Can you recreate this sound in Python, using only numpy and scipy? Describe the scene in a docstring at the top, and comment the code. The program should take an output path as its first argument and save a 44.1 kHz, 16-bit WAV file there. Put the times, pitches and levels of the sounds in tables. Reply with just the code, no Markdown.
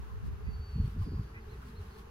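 """Bees in a windy field.

Bees hum over flowers, one insect passes, and gusts buffet the microphone.
Stems swish and soft steps scuff a dry path. Far off, small birds whistle, trill and chirp,
and a larger bird gives three short, harsh calls. Wingbeats and birds are wandering sines;
wind, leaves and steps are shaped noise, with short tone pulses for the eddies."""
import sys
import numpy as np
from scipy import signal
from scipy.fft import rfft, irfft
from scipy.io import wavfile

SR = 44100
rng = np.random.default_rng(int(sys.argv[2]) if len(sys.argv) > 2 else 0)


def bounce(signal):
    """Save signal as a 16-bit WAV file at the path given by the first command-line argument."""
    frames = np.transpose(np.atleast_2d(signal))
    limited = np.clip(frames, -1, 1)
    pcm = np.round(limited * 32767).astype(np.int16)
    wavfile.write(sys.argv[1], SR, pcm)


N = 92610
T = np.arange(N) / SR

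# wind at the microphone, before trim: time_s, rumble_db, flutter_db
WIND_LEVELS = [(0, -44.5, -70), (0.061, -52.5, -68), (.15, -42, -65.5), (.205, -47, -61),
               (.25, -41.5, -48.5), (0.329, -39, -58), (.4, -50, -64), (.44, -41, -64), (0.479, -35, -57),
               (.55, -39.5, -58), (.6, -37, -68), (.65, -43, -76), (.73, -39.5, -66), (.765, -35.5, -36),
               (.81, -26.5, -32.5), (0.858, -37, -57), (0.93, -42.5, -48.5), (0.972, -36, -38.5),
               (1.021, -27.5, -45), (1.08, -44, -44.5), (1.14, -33, -37.5), (1.208, -38.5, -42),
               (1.28, -49.5, -52.5), (1.368, -40.5, -55), (1.43, -50.5, -65), (1.51, -41.5, -57.5),
               (1.72, -50.5, -50), (1.789, -40.5, -57), (1.9, -47.5, -58.5), (2.1, -53.5, -55.5)]
# side over mid, wide then central: time_s, rumble_db, flutter_db
WIND_WIDTH = [(0, 4.5, 10), (.53, -3.5, 13), (.62, -37, 14), (.75, -53, -31), (2.1, -50, -34)]
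# low wind band: freq_hz, density_db
RUMBLE_SPECTRUM = [(10, -45), (25, -13), (38, -9.5), (54, 0), (80, -4.5), (120, -13), (170, -28),
                   (300, -60), (600, -105)]
# upper wind band: freq_hz, density_db
FLUTTER_SPECTRUM = [(60, -36), (110, 0), (165, -1), (230, -11.5), (300, -27), (420, -28), (600, -53),
                    (1500, -83)]
# wingbeat partials: harmonic, level_db, port_scatter_rad
BEE_PARTIALS = [(1, -63.5, 0.21), (2, -61, 1), (4, -72.5, 0.75), (5, -74.5, 0.65)]
# swell of the hum: time_s, gain_db
HUM_SWELL = [(0, 1), (.33, -2), (.7, -1), (1.25, -0.5), (1.5, 4), (1.78, 0.5), (2.1, 3)]
# far air and leaves: freq_hz, density_db
AIR_SPECTRUM = [(30, 12), (150, 0), (300, 1.5), (520, -1.5), (680, -2), (850, -2.5), (960, -1.5), (1070, 3),
                (1300, 0), (1650, -2.5), (2200, -10), (2800, -10), (3500, -15.5), (4800, -18),
                (6500, -19.5), (8000, -28.5), (12000, -21.5), (16000, -31.5)]
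# left-right likeness of the air: freq_hz, correlation
AIR_CORRELATION = [(100, 1), (300, 0.64), (470, -0.043), (620, -0.46), (900, -0.25), (1400, 0.2),
                   (2100, -0.25), (2700, 0.12), (3200, -0.33), (4300, 0.31), (6000, -0.26), (16000, 0.13)]
# stems brushing past: peak_s, sigma_s, level_db
SWISHES = [(.01, 0.073, -70.5), (.268, 0.021, -65), (.725, 0.029, -69), (.88, 0.055, -62.5),
           (1.028, 0.026, -61.5), (1.235, 0.012, -66.5), (1.55, 0.085, -68.5), (1.62, .002, -67),
           (1.685, 0.039, -65.5), (1.83, 0.04, -65.5), (1.96, 0.061, -66.5), (1.996, 0.018, -67)]
# stem noise: freq_hz, density_db
SWISH_SPECTRUM = [(300, -3), (1200, 24), (2500, 19.5), (4500, 17), (7000, 8), (11000, 10.5), (15000, 5.5)]
# footfalls: peak_s, sigma_s, level_db, centre_hz
SCUFFS = [(0.038, 0.016, -62, 1075), (0.106, 0.038, -62, 1100), (0.322, 0.012, -60.5, 1070),
          (0.879, 0.0072, -61.5, 1280), (1.029, 0.0073, -51.5, 1070), (1.185, 0.013, -57.5, 1080),
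          (1.629, 0.0073, -54.5, 1310)]
# footfall noise: centre_ratio, density_db
SCUFF_SPECTRUM = [(.3, -10), (.7, -12), (1, 10), (1.3, -10), (2, -25.5), (5.5, -29)]
# sharp gust edges: peak_s, sigma_s, level_db
GUST_EDGES = [(.28, 0.0099, -55), (.875, 0.025, -53.5), (.97, 0.01, -48), (1.075, 0.012, -42),
              (1.135, 0.014, -48), (1.2, 0.01, -48.5)]
# gust edge noise: freq_hz, density_db
GUST_EDGE_SPECTRUM = [(120, -46), (230, 10.5), (330, 1.5), (450, -6.5), (600, -23), (1200, -52)]
# long bird note: time_s, pitch_hz, level_db
WHISTLE_CONTOUR = [(.4, 4670, -85), (.49, 4595, -72.5), (.55, 4500, -65), (.572, 4510, -75),
                   (.64, 4527, -65.5), (.7, 4505, -67.5), (.755, 4445, -65.5), (.838, 4415, -65),
                   (.865, 4500, -69), (.895, 4340, -85)]
# harsh calls: start_s, length_s, first_hz, last_hz, level_db
CAWS = [(0.449, 0.064, 1910, 2120, -61.5), (1.33, 0.074, 1842, 2160, -55),
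        (1.495, 0.075, 2237, 1935, -65.5)]
# lines of a harsh call: pitch_ratio, relative_db
CAW_LINES = [(0.81, -6.5), (0.903, -10), (1, -1), (1.096, -15), (1.189, -10), (1.267, -7)]
# eddies at the microphone: peak_s, level_db, centre_hz
EDDIES = [(0.488, -36, 175), (0.763, -23.5, 130), (0.8, -27, 162), (0.81, -24, 80.5), (0.851, -24, 109),
          (0.879, -31.5, 131.5), (1.077, -30, 185), (1.121, -38, 302), (1.136, -38.5, 312),
          (1.199, -25.5, 122)]
# buzzy trills: start_s, length_s, first_hz, last_hz, rate_hz, level_db, fade_db, port_rad
TRILLS = [(0.655, 0.32, 2810, 2900, 220, -69.5, 4, 2.15), (0.98, 0.38, 4736, 4600, 207, -64, 12, 1.55),
          (1.894, .115, 4500, 4050, 127, -68, 8, 1.1)]
# passing insect: time_s, wingbeat_hz, level_db
FLY_PASS = [(1.26, 307.6, -76), (1.4, 332.4, -63.5), (1.47, 341, -78.5), (1.58, 277.4, -70),
            (1.69, 238.4, -56), (1.8, 212, -72)]
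# quick bird notes: start_s, length_s, first_hz, last_hz, arch_hz, level_db
CHIRPS = [(1.395, 0.046, 5200, 3770, -5, -75.5), (1.484, 0.067, 3560, 3510, 716, -69.5),
          (1.667, 0.035, 4996, 3550, 54, -75), (1.747, 0.064, 3610, 3530, 695, -67.5)]

WING_JITTER, WING_JITTER_HZ = .0219, 24.55


def amp(db):
    """Decibels to gain."""
    return 10 ** (np.asarray(db) / 20)


def unit(x):
    """Scales to rms 1."""
    return x / np.sqrt(np.mean(abs(x) ** 2) + 1e-20)


def log_interp(table, hz):
    """Reads a table on a log-frequency axis."""
    freq_hz, value = np.transpose(table)
    return np.interp(np.log(hz + 1), np.log(freq_hz + 1), value)


def curves(table):
    """Interpolates each column of a time table."""
    time_s, *columns = np.transpose(table)
    return [np.interp(T, time_s, column) for column in columns]


def drift(hz):
    """Low-passed random motion, rms about 1."""
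    freq_hz = np.fft.rfftfreq(2 * N, 1 / SR)
    white = rfft(rng.standard_normal(2 * N))
    return unit(irfft(white * np.exp(-(freq_hz / hz) ** 2)))[:N]


def noise(spectrum, correlation=0):
    """Shaped stereo noise, rms 1; correlation is a number or a table."""
    hz = np.fft.rfftfreq(N, 1 / SR)
    if np.ndim(correlation):
        correlation = np.clip(log_interp(correlation, hz), -1, 1)
    mid, side = rfft(rng.standard_normal((2, N)))
    mid *= np.sqrt(1 + correlation)
    side *= np.sqrt(1 - correlation)
    return unit(irfft(np.array([mid + side, mid - side]) * amp(log_interp(spectrum, hz)), N))


def tone(hz, port_rad):
    """Sine of rms 1, with a phase difference between the two microphone ports."""
    phase = 2 * np.pi * (np.cumsum(hz) / SR + rng.random())
    return np.sqrt(2) * np.cos([phase, phase - port_rad])


def bursts(events, spectrum, grain_db, correlation=0):
    """Gaussian swells of grainy noise."""
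    level = sum(amp(db) * np.exp(-.5 * ((T - peak_s) / sigma_s) ** 2) for peak_s, sigma_s, db in events)
    return level * noise(spectrum, correlation) * unit(amp(grain_db * drift(hz=504)))


def wind(smooth_s=.13):
    """Rumble and flutter at the microphone: levelled noise that follows the gusts."""
    out = np.zeros((2, N))
    window = signal.windows.hann(int(2 * smooth_s * SR))
    spectra, trims_db = (RUMBLE_SPECTRUM, FLUTTER_SPECTRUM), (-.5, -3)
    for spectrum, trim_db, db, width_db in zip(spectra, trims_db, curves(WIND_LEVELS), curves(WIND_WIDTH)):
        air = noise(spectrum)
        power = signal.fftconvolve(air ** 2, window[None] / window.sum(), "same", axes=1)
        mid, side = amp(db + trim_db) * air / np.sqrt(abs(power) + 1e-6)
        out += mid + np.outer([1, -1], amp(width_db) * side)
    return out


def bees(count=10, wingbeat_hz=209.13, spread=.045, wander=.022, swell_db=2.5, chorus_db=1.5):
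    """Wingbeats wander and swell as bees move between flowers; the whole hum rises and falls."""
    out = np.zeros((2, N))
    for detune in np.sqrt(3) * spread * np.linspace(-1, 1, count):
        hz = wingbeat_hz * (1 + detune + wander * drift(hz=5.96) + WING_JITTER * drift(WING_JITTER_HZ))
        nearness = unit(amp(swell_db * drift(hz=3.8)))
        side = drift(hz=2.12)
        for harmonic, db, scatter_rad in BEE_PARTIALS:
            out += amp(db) * nearness * tone(harmonic * hz, side * scatter_rad)
    hum_db = curves(HUM_SWELL)[0] + chorus_db * drift(hz=24)
    return out * amp(hum_db) / np.sqrt(count)


def field(level_db=-57, swell_db=.4):
    """Soft wash of far air and leaves."""
    return amp(level_db + swell_db * drift(hz=21)) * noise(AIR_SPECTRUM, AIR_CORRELATION)


def stems():
    """Stems brush past in bright swishes."""
    return bursts(SWISHES, SWISH_SPECTRUM, grain_db=2)


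def steps():
    """Each footfall scrapes the dry path with its own colour."""
    out = np.zeros((2, N))
    for peak_s, sigma_s, db, centre_hz in SCUFFS:
        spectrum = [(ratio * centre_hz, density_db) for ratio, density_db in SCUFF_SPECTRUM]
        out += bursts([(peak_s, sigma_s, db)], spectrum, grain_db=1.5)
    return out


def gust_edges():
    """Sharp gust edges hit the microphone as low puffs."""
    return bursts(GUST_EDGES, GUST_EDGE_SPECTRUM, grain_db=-.5, correlation=.74)


def whistle(waver_hz=8):
    """A small bird's thin, slowly sinking note."""
    hz, db = curves(WHISTLE_CONTOUR)
    gate = (T > WHISTLE_CONTOUR[0][0]) * (T < WHISTLE_CONTOUR[-1][0])
    return amp(db) * gate * tone(hz + waver_hz * drift(hz=83.6), port_rad=.68)


def caws(roughness=.012, port_rad=2.88):
    """A larger bird far to one side: gliding clusters of rough lines."""
    out = np.zeros((2, N))
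    for start_s, length_s, first_hz, last_hz, db in CAWS:
        progress = np.clip((T - start_s) / length_s, 0, 1)
        hz = (first_hz + (last_hz - first_hz) * progress) * (1 + roughness * drift(hz=407))
        voice = unit(sum(amp(line_db) * tone(ratio * hz, port_rad) for ratio, line_db in CAW_LINES))
        out += amp(db) * np.sin(np.pi * progress) * voice
    return out


def eddies(half_width_cycles=.68):
    """Single eddies slap both ports with a low pulse."""
    out = np.zeros(N)
    for peak_s, db, hz in EDDIES:
        cycles = hz * (T - peak_s)
        out += amp(db) * np.cos(2 * np.pi * cycles) * np.exp(-(cycles / half_width_cycles) ** 2)
    return out


def trills(sweep_depth_hz=330, rate_jitter=.008, rough_hz=168):
    """Small birds' rapid downward sweeps blur into a buzz."""
    out = np.zeros((2, N))
    for start_s, length_s, first_hz, last_hz, rate_hz, db, fade_db, port_rad in TRILLS:
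        progress = np.clip((T - start_s) / length_s, 0, 1)
        cycle = np.cumsum(rate_hz * (1 + rate_jitter * drift(hz=28.4))) / SR % 1
        centre_hz = first_hz + (last_hz - first_hz) * progress
        hz = centre_hz + sweep_depth_hz * (1 - 2 * cycle) + rough_hz * drift(hz=490)
        envelope = amp(db - fade_db * progress) * np.sqrt(abs(np.sin(np.pi * progress)))
        pulses = unit(np.sin(np.pi * cycle) ** 2)
        out += envelope * pulses * tone(hz, port_rad)
    return out


def fly():
    """One insect passes; its wingbeat rises, then sinks."""
    hz, db = curves(FLY_PASS)
    gate = (T > FLY_PASS[0][0]) * (T < FLY_PASS[-1][0])
    return amp(db) * gate * tone(hz * (1 + WING_JITTER * drift(WING_JITTER_HZ)), port_rad=0)


def chirps(roughness=.009, flicker_db=1.5):
    """Small birds' quick falling or arched notes."""
    out = np.zeros((2, N))
    for start_s, length_s, first_hz, last_hz, arch_hz, db in CHIRPS:
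        progress = np.clip((T - start_s) / length_s, 0, 1)
        arch = np.sin(np.pi * progress)
        hz = first_hz + (last_hz - first_hz) * progress + arch_hz * arch
        hz *= 1 + roughness * drift(hz=400)
        envelope = amp(db + flicker_db * drift(hz=89)) * np.sqrt(abs(arch))
        out += envelope * tone(hz, port_rad=-.32)
    return out


def scatter(dry, echo_db=-8, t60_s=.22):
    """Trees and plants add a faint, short tail."""
    tail = rng.standard_normal((2, N)) * amp(-60 * T / t60_s)
    tail /= np.linalg.norm(tail[0])
    return dry + amp(echo_db) * signal.fftconvolve(dry, tail, axes=1)[:, :N]


def scene():
    """Wind, insects, field, walking and birds."""
    gusts = wind() + gust_edges() + eddies()
    insects = bees() + fly()
    walking = stems() + steps()
    return gusts + insects + field() + walking + scatter(whistle() + trills() + chirps() + caws())


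def record(dry, cutoff_hz=15950):
    """Steep low-pass band limit."""
    lowpass = signal.firwin(511, cutoff_hz, window=("kaiser", 9), fs=SR)
    return signal.oaconvolve(dry, lowpass[None], "same")


dry = scene()
out = record(dry)
bounce(out)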